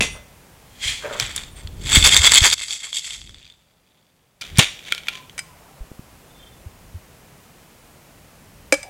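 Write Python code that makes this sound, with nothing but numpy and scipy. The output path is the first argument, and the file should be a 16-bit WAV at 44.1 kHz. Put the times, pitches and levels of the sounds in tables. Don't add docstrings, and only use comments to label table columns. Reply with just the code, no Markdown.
import sys
import numpy as np
from scipy import signal
from scipy.fft import rfft, irfft
from scipy.io import wavfile
from scipy.ndimage import uniform_filter1d

SR = 44100
rng = np.random.default_rng(int(sys.argv[2]) if len(sys.argv) > 2 else 0)


def output_pcm(signal):
    pcm = np.clip(np.atleast_2d(signal).T, -1, 1) * 32767
    wavfile.write(sys.argv[1], SR, np.round(pcm).astype(np.int16))


N = 392116
TIME = np.arange(N) / SR
AGE = np.arange(SR // 3) / SR


# pitch_hz, level_db (per Hz)
HISS_COLOUR = [(15, -30.5), (25, -9.5), (48, -6.5), (149, 0.5), (317, -8.5), (560, -7.5), (1400, -14),
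               (2610, -16), (3820, -20.5), (7710, -21), (14800, -24), (16000, -25)]
HISS_DB = -49.5
# pitch_hz, t60_s
ROOM_T60 = [(200, 0.063), (3000, 0.44), (8000, 0.39), (16000, 0.2)]
# start_s, length_s, start_hz, end_hz, level_db
WHISTLES = [(0.08, 0.13, 9300, 8900, -44.5), (1.501, 0.13, 9400, 8100, -43), (5.08, 0.23, 1050, 995, -49),
            (5.386, 0.2, 1120, 926, -52), (5.67, 0.176, 790, 775, -53.5), (6.22, 0.43, 3560, 3490, -55),
            (6.37, 0.16, 3190, 3160, -51)]

# start_s, peak_db, pitch_hz, time_to_peak_s
BUMPS = [(.008, -22, 208, 0.0071), (0.856, -27, 73, 0.0086), (1.213, -29, 117, 0.013),
         (1.648, -21.5, 64.5, 0.0066), (1.848, -21, 93, 0.0073), (1.9699, -7, 157, 0.0016),
         (1.973, -4.5, 68.8, 0.0055), (2.022, -16, 62.6, 0.017), (2.19, -15.5, 67.4, .012),
         (2.416, -9, 67.6, 0.0057), (4.585, -1, 125, 0.0042), (5.805, -24, 38.8, .011),
         (5.916, -23.5, 171, 0.00086), (5.993, -24.5, 150, 0.0018), (6.661, -26, 77.8, 0.0075),
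         (6.939, -27, 86, 0.015)]
# peak_s, level_db, rise_s, t60_s
MOVES = [(.02, -28.5, 0.59, 0.53), (.9, -40, 0.33, 0.44), (1.35, -40.5, 1.9, 1.7), (2.0, -24.5, 1.15, 1.87),
         (3.3, -31, .9, 0.63), (4.54, -36.5, 0.23, 0.48), (6.95, -52, 4.1, 0.56), (8.6, -53.5, 1.1, 4)]
# pitch_hz, level_db (per Hz)
RUMBLE_COLOUR = [(15, -15), (45, 1.5), (90, -3.5), (180, -14), (400, -23.5), (1000, -43), (4000, -86.5)]
CLOTH_REST_DB = -62

# peak_s, level_db
GULPS = [(0.153, -42), (1.036, -31), (1.054, -29.5), (1.109, -29.5), (1.15, -34.5)]
# pitch_hz, width_hz, level_db
AIR_POCKET = [(460, 130, -8), (600, 75, 0), (910, 160, -11), (1550, 600, -15)]
# pitch_hz, level_db (per Hz)
SPLASH_COLOUR = [(150, -27), (400, -13), (750, -4), (1200, -1), (1650, 2), (2100, -3), (3000, -14),
                 (16000, -50)]
GULP_RISE_S, GULP_T60, GULP_SPLASH_DB, SPRAY_RISE_S = .008, .3, -6, .13
POUR_S, POUR_DB, POUR_RISE_S, POUR_T60 = 5.68, -57, 1.2, 3

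# start_s, level_db, favoured_hz, tick_db
CLINKS = [(5.3793, -26, 2820, -26), (5.3909, -22, 4830, -22.5), (8.7238, -4.5, 2300, -9.5),
          (8.7402, -40, 2500, -17), (8.83, -28.5, 4970, -33.5)]
# pitch_hz, level_db, t60_s
GLASS_MODES = [(2229, -8, .05), (2313, -3, .082), (5005, -8, .085), (6200, -6, .035), (7060, -13, .07),
               (8390, 4.5, .036)]
# pitch_hz, level_db, t60_s
COUNTER_MODES = [(296, -11, .07), (540, -1, .06), (565, -31, .25), (595, -9, .058), (820, -19, .07),
                 (1180, -19, .03), (1670, -19, .045)]
KNOCK_S = 8.7245
WOBBLE_S, WOBBLE_DB, WOBBLE_RISE_S, WOBBLE_T60 = 8.838, -42, 0.049, .55

# start_s, level_db, centre_hz, t60_s, rim_ring_db (relative to level_db)
SNAPS = [(1.199, -7, 4570, 0.0096, -7.5), (1.362, -15, 6800, 0.022, -22), (4.412, -27.5, 4500, 0.046, -13),
         (4.421, -28.5, 2640, .01, 4), (4.574, -19.5, 5000, 0.0096, -7.5), (4.585, -6, 7200, .0074, -31),
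         (4.923, -9, 2740, 0.009, -1), (4.9484, -19, 3250, 0.0083, -20), (4.979, -28, 2950, 0.035, 0.5),
         (5.084, -18, 2760, 0.029, 5.5)]
# pitch_hz, level_db, t60_s
RIM_MODES = [(1390, -8, .03), (2230, -1, .018), (2420, 0, .02), (3250, -3, .016)]

# start_s, level_db, crash_t60_s, ring_db, spared_hz (not boosted)
SLAPS = [(.007, -12.5, 0.058, -20.5, 2540), (.022, -19, 0.23, -22, 2100), (4.591, 0.5, 0.053, -31.5, 3700)]
# pitch_hz, level_db (per Hz)
CRASH_COLOUR = [(80, -11.5), (300, 1), (800, -3), (1500, -5.5), (2600, 6), (3600, 1), (4600, -6),
                (7200, -3), (10500, -12), (13000, -29), (16000, -32)]
# pitch_hz, level_db, t60_s
TIN_MODES = [(2042, -4, .42), (2525, -9, .2), (2620, 10, .026), (2690, -8, .2), (3510, -12, .28),
             (4550, -18, .3), (5740, -18, .42), (6330, -17, .2), (6915, -13, .24), (10840, -18, .11)]

# pitch_hz, level_db (per Hz)
RUSHING_COLOUR = [(410, -48.5), (700, -33.5), (1500, -22), (1780, -13.5), (2130, -5), (2880, -12),
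                  (3290, 0), (3740, -12.5), (4260, -10), (5470, -17), (7390, -12), (16000, -44)]
RUSH_S, RUSH_HOLD_S, RUSH_DB, RUSH_RISE_S, RUSH_T60 = 0.84, 0.046, -22, 0.1, 0.41
STRAGGLE_DB, STRAGGLE_RISE_S, STRAGGLE_T60 = -13, 0.45, 1.1
SETTLE_S, SETTLE_DB, SETTLE_RISE_S, SETTLE_T60, LAST_TICKS_DB = 3.45, -34, 0.53, 0.32, -57
# peak_s, level_db, rise_s, t60_s
SLIDES = [(4.415, -35, 0.043, 0.41), (4.47, -40.5, .1, 0.16), (4.6, -10.5, 0.073, 0.194),
          (4.68, -43, .3, 0.63), (4.895, -35, 0.32, 0.27), (5.09, -39, 0.22, 0.23),
          (5.152, -36, 0.22, 0.23)]
# pitch_hz, level_db (per Hz)
SLIDING_COLOUR = [(350, -35.5), (670, -24.5), (1200, -9.5), (1830, 4.5), (2310, 6.5), (3680, -6),
                  (4650, -11), (6200, -0.5), (12000, -19.5), (16000, -34.5)]
# start_s, peak_db, favoured_hz
BITS = [(4.433, -25, 3400), (4.557, -22.5, 3300), (4.7915, -26, 2500), (4.8752, -29, 3150),
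        (5.035, -27.5, 2450), (5.0706, -21, 2140), (5.1304, -24, 3210), (5.1536, -20, 3070),
        (5.2962, -30, 3400)]
# pitch_hz, level_db, t60_s
WALL_MODES = [(2400, -2, .013), (3050, -1, .011), (3450, 2, .012), (3840, -5, .008), (4575, -4, .012),
              (7500, -12, .008)]

# peak_s, level_db
TUMBLES = [(1.135, -29.5), (1.207, -21.5), (1.25, -31), (1.304, -30.5), (1.374, -28.5), (1.578, -39.5),
           (1.84, -38.5), (1.86, -33.5), (1.9, -22)]
TUMBLE_RISE_S, TUMBLE_T60 = .09, 0.33
TUMBLE_CUBES_DB, TUMBLE_CHIPS_DB, TUMBLE_SPLASH_DB = -5, -7, -12
# middle_s, cubes_db, spread_s (standard deviation), splash_db, chips_db, cubes_lower_edge_hz
STROKES = [(1.962, -11, 0.027, -25, -29, 800), (2.061, -6.5, 0.017, -19.5, -16.5, 450),
           (2.149, -11, 0.028, -24, -23.5, 1000), (2.255, -8.5, 0.022, -21.5, -26, 550),
           (2.329, -11.5, 0.011, -22.5, -23, 695), (2.373, -8.5, 0.013, -26.5, -19.5, 1200),
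           (2.454, -11, 0.02, -19, -18.5, 449), (2.534, -15, 0.0084, -30.5, -22.5, 800),
           (2.617, -14.5, 0.023, -39, -27, 800), (2.728, -15, 0.029, -36, -22, 1500),
           (2.849, -18, 0.024, -32.5, -42, 600), (2.966, -11, 0.019, -42, -17, 2000),
           (3.058, -16, 0.012, -46, -31, 1500), (3.125, -22.5, 0.036, -38.5, -31, 900)]
# start_s, peak_db, favoured_hz
CLACKS = [(1.3788, -13, 3500), (1.436, -22, 4500), (1.6732, -24, 3740), (1.8718, -20, 4500),
          (1.8923, -11, 3520), (1.929, -6, 3440), (1.958, 5.5, 3400), (2.026, -3, 3400),
          (2.0926, 1.5, 3490), (2.1445, 2, 4630), (2.1655, 6, 3400), (2.174, 0.5, 7400), (2.218, -4, 3420),
          (2.267, 3, 3483), (2.2946, -5.5, 2400), (2.3193, 7, 7430), (2.3411, 3, 7560), (2.3483, 3.5, 4630),
          (2.3565, 7, 6500), (2.383, 1, 7420), (2.4064, -3.5, 3370), (2.4385, -3, 3400),
          (2.4458, 3.5, 6550), (2.5008, -4.5, 4470), (2.513, -3, 3400), (2.529, -4, 3500),
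          (2.581, -7, 3500), (2.6125, -4, 3320), (2.684, -3, 4600), (2.7072, -2, 3120), (2.7267, -2, 4420),
          (2.9291, -4, 3400), (3.0445, -6, 3320), (3.077, -7, 6500), (3.107, -3, 3200), (3.216, -12, 3340),
          (3.2736, -18, 3200), (3.2937, -15, 3000), (3.3446, -14, 3260), (3.3842, -20.5, 4600),
          (3.4283, -20, 3460), (3.4998, -20, 3430), (3.523, -25, 3500)]
# pitch_hz, level_db, t60_s (single clacks die faster still)
SHAKER_MODES = [(2158, -2.5, 0.018), (2600, -9.5, 0.024), (3210, -5, .022), (3327, -2.5, 0.034),
                (3460, -3.5, 0.025), (3573, -3, 0.028), (4300, -10, 0.017), (4616, -6, .026),
                (6660, -9.5, 0.022), (7406, -6, 0.02), (7560, -5.5, 0.02), (7724, -5.5, 0.02)]
# pitch_hz, level_db (per Hz)
CONTACT_COLOUR = [(100, -35), (500, -27), (1500, -6), (2000, 3), (2800, -2.5), (3450, 4), (4600, 1),
                  (5300, -5), (7600, 4), (8800, -3), (11000, -8), (12500, -19), (16000, -29)]
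# pitch_hz, level_db (per Hz)
CHIPS_COLOUR = [(1000, -36), (4050, -8), (4650, 3), (5400, -5), (6700, 1), (7700, -2), (8700, -12),
                (11000, -15), (16000, -44)]
SHAKE_FROM, SHAKE_TO, JOSTLE_DB, JOSTLE_RISE_S, JOSTLE_T60 = 1.915, 3.13, -27.5, .28, 0.9
JOSTLE_CHIPS_DB, JOSTLE_EDGE_HZ = -7, 1550

QUIET_FROM, QUIET_TO, QUIET_DB, QUIET_EDGE_HZ = 2.543, 4.410, -13, 12000
EDGE_HZ = 16000


def amp(db):
    return 10 ** (np.asarray(db) / 20)


def unit(x):
    return x / np.sqrt(np.mean(x ** 2) + 1e-20)


def read(points, hz):
    f, value = np.transpose(points)
    return np.interp(np.log(hz + 1), np.log(f + 1), value)


def add(mix, s, sound):
    part = mix[max(round(s * SR), 0):][:len(sound)]
    part += sound[:len(part)]


def fade(t60):
    return amp(-60 * AGE / t60)


def swell(s, db, rise, t60, hold=0):
    under = np.maximum(s - TIME, 0) / rise + np.maximum(TIME - s - hold, 0) / t60
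    return amp(db - 60 * np.minimum(under, 4))


def swells(rows):
    return np.sqrt(sum(swell(*row) ** 2 for row in rows))


def above(x, edge_hz):
    return signal.sosfiltfilt(signal.butter(2, edge_hz, "highpass", fs=SR, output="sos"), x, padtype=None)


def below(x, edge_hz):
    return signal.sosfilt(signal.butter(3, edge_hz, fs=SR, output="sos"), x)


def noise(colour, size):
    hz = np.fft.rfftfreq(size, 1 / SR)
    white = rng.standard_normal(size)
    return unit(irfft(rfft(white) * amp(read(colour, hz)), size))


def hollow(modes):
    hz = np.fft.rfftfreq(N, 1 / SR)
    gain = sum(amp(db) / (1 + (2 * (hz - f) / width) ** 2) for f, width, db in modes)
    return unit(irfft(rfft(rng.standard_normal(N)) * gain, N))


def favour(modes, favoured_hz, slope_db):
    return [(hz, db - slope_db * abs(np.log2(hz / favoured_hz)), t60) for hz, db, t60 in modes]


def ring(modes, spread_db=0, detune=0):
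    chance = rng.uniform(-0.84, 1, (len(modes), 3))
    out = np.zeros(len(AGE))
    for (hz, db, t60), (side, strength, shift) in zip(modes, chance):
        tone = np.sin(2 * np.pi * hz * (1 + detune * shift) * AGE)
        out += np.sign(side) * amp(db + spread_db * strength) * fade(t60) * tone
    return out


def patter(grains, per_s, spread_db, size=N):
    out = np.zeros(size)
    draws = np.random.default_rng(rng.integers(2 ** 31)).random((round(per_s * size / SR), 3))
    for when, weak, which in draws:
        grain = grains[int(which * len(grains))][:SR // 20]
        add(out, when * size / SR, amp(-spread_db * weak) * grain)
    return unit(out)


def puffs(colour, t60, count):
    return [noise(colour, len(AGE)) * fade(t60) for _ in range(count)]


def bar_hiss():
    return amp(HISS_DB) * noise(HISS_COLOUR, N)


def room(x):
    hz, t, z = signal.stft(rng.standard_normal(SR // 2), SR, nperseg=256)
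    decay = amp(-60 * t / read(ROOM_T60, hz)[:, None])
    tail = signal.istft(z * decay, SR, nperseg=256)[1]
    tail[:SR // 200] = 0
    return signal.fftconvolve(x, tail / np.linalg.norm(tail))[:N]


def whistles():
    out = np.zeros(N)
    for s, length, start_hz, end_hz, db in WHISTLES:
        size = round(length * SR)
        waver = unit(uniform_filter1d(rng.standard_normal(size), size=24))
        flutter = 1 + .5 * unit(uniform_filter1d(rng.standard_normal(size), size=800))
        hz = np.linspace(start_hz, end_hz, size) * (1 + 0.033 * start_hz / 9000 * waver)
        tone = np.sin(2 * np.pi * np.cumsum(hz) / SR)
        add(out, s, amp(db) * signal.windows.tukey(size, .8) * flutter * tone)
    return out


def shirt():
    out = (swells(MOVES) + amp(CLOTH_REST_DB)) * noise(RUMBLE_COLOUR, N)
    for s, db, hz, to_peak in BUMPS:
        push = (AGE / to_peak) ** 2 * np.exp(2 * (1 - AGE / to_peak))
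        add(out, s, -amp(db) * push * np.sin(2 * np.pi * hz * AGE))
    return out


def gulp():
    slosh = swells((s, db, GULP_RISE_S, GULP_T60) for s, db in GULPS)
    wash = swells((s, db + GULP_SPLASH_DB, SPRAY_RISE_S, GULP_T60) for s, db in GULPS)
    spray = patter(puffs(SPLASH_COLOUR, t60=.012, count=12), per_s=900, spread_db=16)
    return slosh * hollow(AIR_POCKET) + wash * spray


def pour():
    bubbles = [np.sin(2 * np.pi * hz * AGE) * fade(.04) for hz in np.geomspace(650, 1300, num=20)]
    stream = patter(bubbles, per_s=220, spread_db=20.5)
    return swell(POUR_S, POUR_DB, POUR_RISE_S, POUR_T60) * stream


def glass():
    wobble = hollow([(764, 120, 0), (550, 60, -2)])
    out = swell(WOBBLE_S, WOBBLE_DB, WOBBLE_RISE_S, WOBBLE_T60) * wobble
    tick_colour = [(200, -25), (1800, 10.0), (4000, 2.5), (8500, 3.5), (11000, -3.5), (16000, -32)]
    for s, db, hz, tick_db in CLINKS:
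        tick = noise(tick_colour, len(AGE)) * fade(0.035)
        clink = ring(favour(GLASS_MODES, hz, slope_db=7.0))
        add(out, s, amp(db) * clink + amp(tick_db) * tick)
    add(out, KNOCK_S, ring(COUNTER_MODES) * (1 - fade(0.025)))
    return out


def snaps():
    out = np.zeros(N)
    for s, db, hz, t60, rim_db in SNAPS:
        colour = [(hz / 12, -26), (hz / 1.35, -9), (hz, 0), (hz * 1.6, -8), (16000, -30)]
        crack = noise(colour, len(AGE)) * (fade(t60) + amp(-31.0) * fade(0.065))
        add(out, s, amp(db) * (crack + amp(rim_db) * ring(RIM_MODES)))
    return out


def slaps():
    out = np.zeros(N)
    for s, db, t60, ring_db, spared_hz in SLAPS:
        crash = noise(CRASH_COLOUR, len(AGE)) * fade(t60)
        tin = ring(favour(TIN_MODES, spared_hz, slope_db=-2))
        add(out, s, amp(db) * crash + amp(ring_db) * tin)
    return out


def bit(hz):
    wall = ring(favour(WALL_MODES, hz, slope_db=14), spread_db=5, detune=.06)
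    tick = wall + amp(-7.5) * noise(SLIDING_COLOUR, len(AGE)) * fade(.014)
    return tick / abs(tick).max()


def tumbling():
    return swells((s, db, TUMBLE_RISE_S, TUMBLE_T60) for s, db in TUMBLES)


def loose_ice():
    rush = patter(puffs(RUSHING_COLOUR, t60=0.1, count=20), per_s=3900, spread_db=27.5)
    ticks = patter([bit(hz) for hz in np.linspace(3400, 4800, num=20)], per_s=380, spread_db=20)
    scrapes = [noise(SLIDING_COLOUR, len(AGE)) * fade(.013) + 3 * bit(hz)
               for hz in np.linspace(2500, 3800, num=24)]
    slide = patter(scrapes, per_s=1100, spread_db=24)

    bulk = swell(RUSH_S, RUSH_DB, RUSH_RISE_S, RUSH_T60, hold=RUSH_HOLD_S)
    strays = swell(RUSH_S + RUSH_HOLD_S, RUSH_DB + STRAGGLE_DB, STRAGGLE_RISE_S, STRAGGLE_T60)
    settling = swell(SETTLE_S, SETTLE_DB, SETTLE_RISE_S, SETTLE_T60)
    remainder = swell(SETTLE_S, LAST_TICKS_DB, SETTLE_RISE_S, t60=1.4, hold=0.67)
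    sliding = swells(SLIDES) + amp(TUMBLE_CHIPS_DB) * tumbling()

    out = np.hypot(bulk, strays) * rush + (settling + remainder) * ticks + sliding * slide
    for s, db, hz in BITS:
        add(out, s, amp(db) * bit(hz))
    return out


def cube(modes, contact_db, contact_t60):
    colour = [(hz, db + rng.uniform(-7, 7)) for hz, db in CONTACT_COLOUR]
    wall = ring(modes, spread_db=10, detune=.025)
    return wall + amp(contact_db) * noise(colour, len(AGE)) * fade(contact_t60)


def ice():
    out, splash, chips = np.zeros(N), np.zeros(N), np.zeros(N)
    hard = np.array([cube(SHAKER_MODES, contact_db=0.0, contact_t60=0.014) for _ in range(40)])
    soft = [cube(SHAKER_MODES, contact_db=6.5, contact_t60=0.0079) for _ in range(40)]
    middle = AGE[-1] / 2
    for s, db, spread, splash_db, chips_db, edge_hz in STROKES:
        stroke = np.exp(-.5 * ((AGE - middle) / spread) ** 2)
        handful = rng.choice(hard, size=6, replace=False)
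        crowd = patter(handful, per_s=720, spread_db=20, size=len(AGE))
        crowd = stroke * above(crowd, edge_hz) + (1 - stroke) * above(crowd, JOSTLE_EDGE_HZ)
        add(out, s - middle, amp(db) * stroke * crowd)
        add(splash, s - middle, amp(splash_db) * stroke)
        add(chips, s - middle, amp(chips_db) * stroke)

    jostle = swell(SHAKE_FROM, JOSTLE_DB, JOSTLE_RISE_S, JOSTLE_T60, hold=SHAKE_TO - SHAKE_FROM)
    tumble = tumbling()
    rattle = patter(soft, per_s=900, spread_db=24)
    out += jostle * above(rattle, JOSTLE_EDGE_HZ) + amp(TUMBLE_CUBES_DB) * tumble * rattle
    chips += amp(JOSTLE_CHIPS_DB) * jostle
    out += chips * patter(puffs(CHIPS_COLOUR, t60=.009, count=24), per_s=1100, spread_db=24)
    splash += amp(TUMBLE_SPLASH_DB) * tumble
    out += splash * patter(puffs(SPLASH_COLOUR, t60=0.011, count=12), per_s=1200, spread_db=15.0)

    for s, db, hz in CLACKS:
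        modes = favour(SHAKER_MODES, hz, slope_db=17.0)
        clack = cube(modes, contact_db=-0.5, contact_t60=0.0094) * fade(0.081)
        clack = above(below(clack, 9500), 800)
        add(out, s, amp(db) * clack / abs(clack).max())
    return out


def scene():
    shaker = ice() + loose_ice() + gulp() + slaps() + snaps() + pour()
    set_down = glass()
    reflections = room(amp(-14.5) * shaker + amp(-17.5) * set_down)
    bar = reflections + bar_hiss() + whistles()
    quiet = (TIME > QUIET_FROM) & (TIME < QUIET_TO)
    shaker = np.where(quiet, below(shaker, QUIET_EDGE_HZ), shaker)
    heard = shaker + set_down + bar + shirt()
    return (heard * amp(QUIET_DB * quiet))[None]


def record(dry):
    clipped = np.clip(dry, -1, 1)
    lowpass = signal.firwin(401, EDGE_HZ, window=("kaiser", 8), fs=SR)
    return signal.oaconvolve(clipped, lowpass[None], "same")


dry = scene()
out = record(dry)
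output_pcm(out)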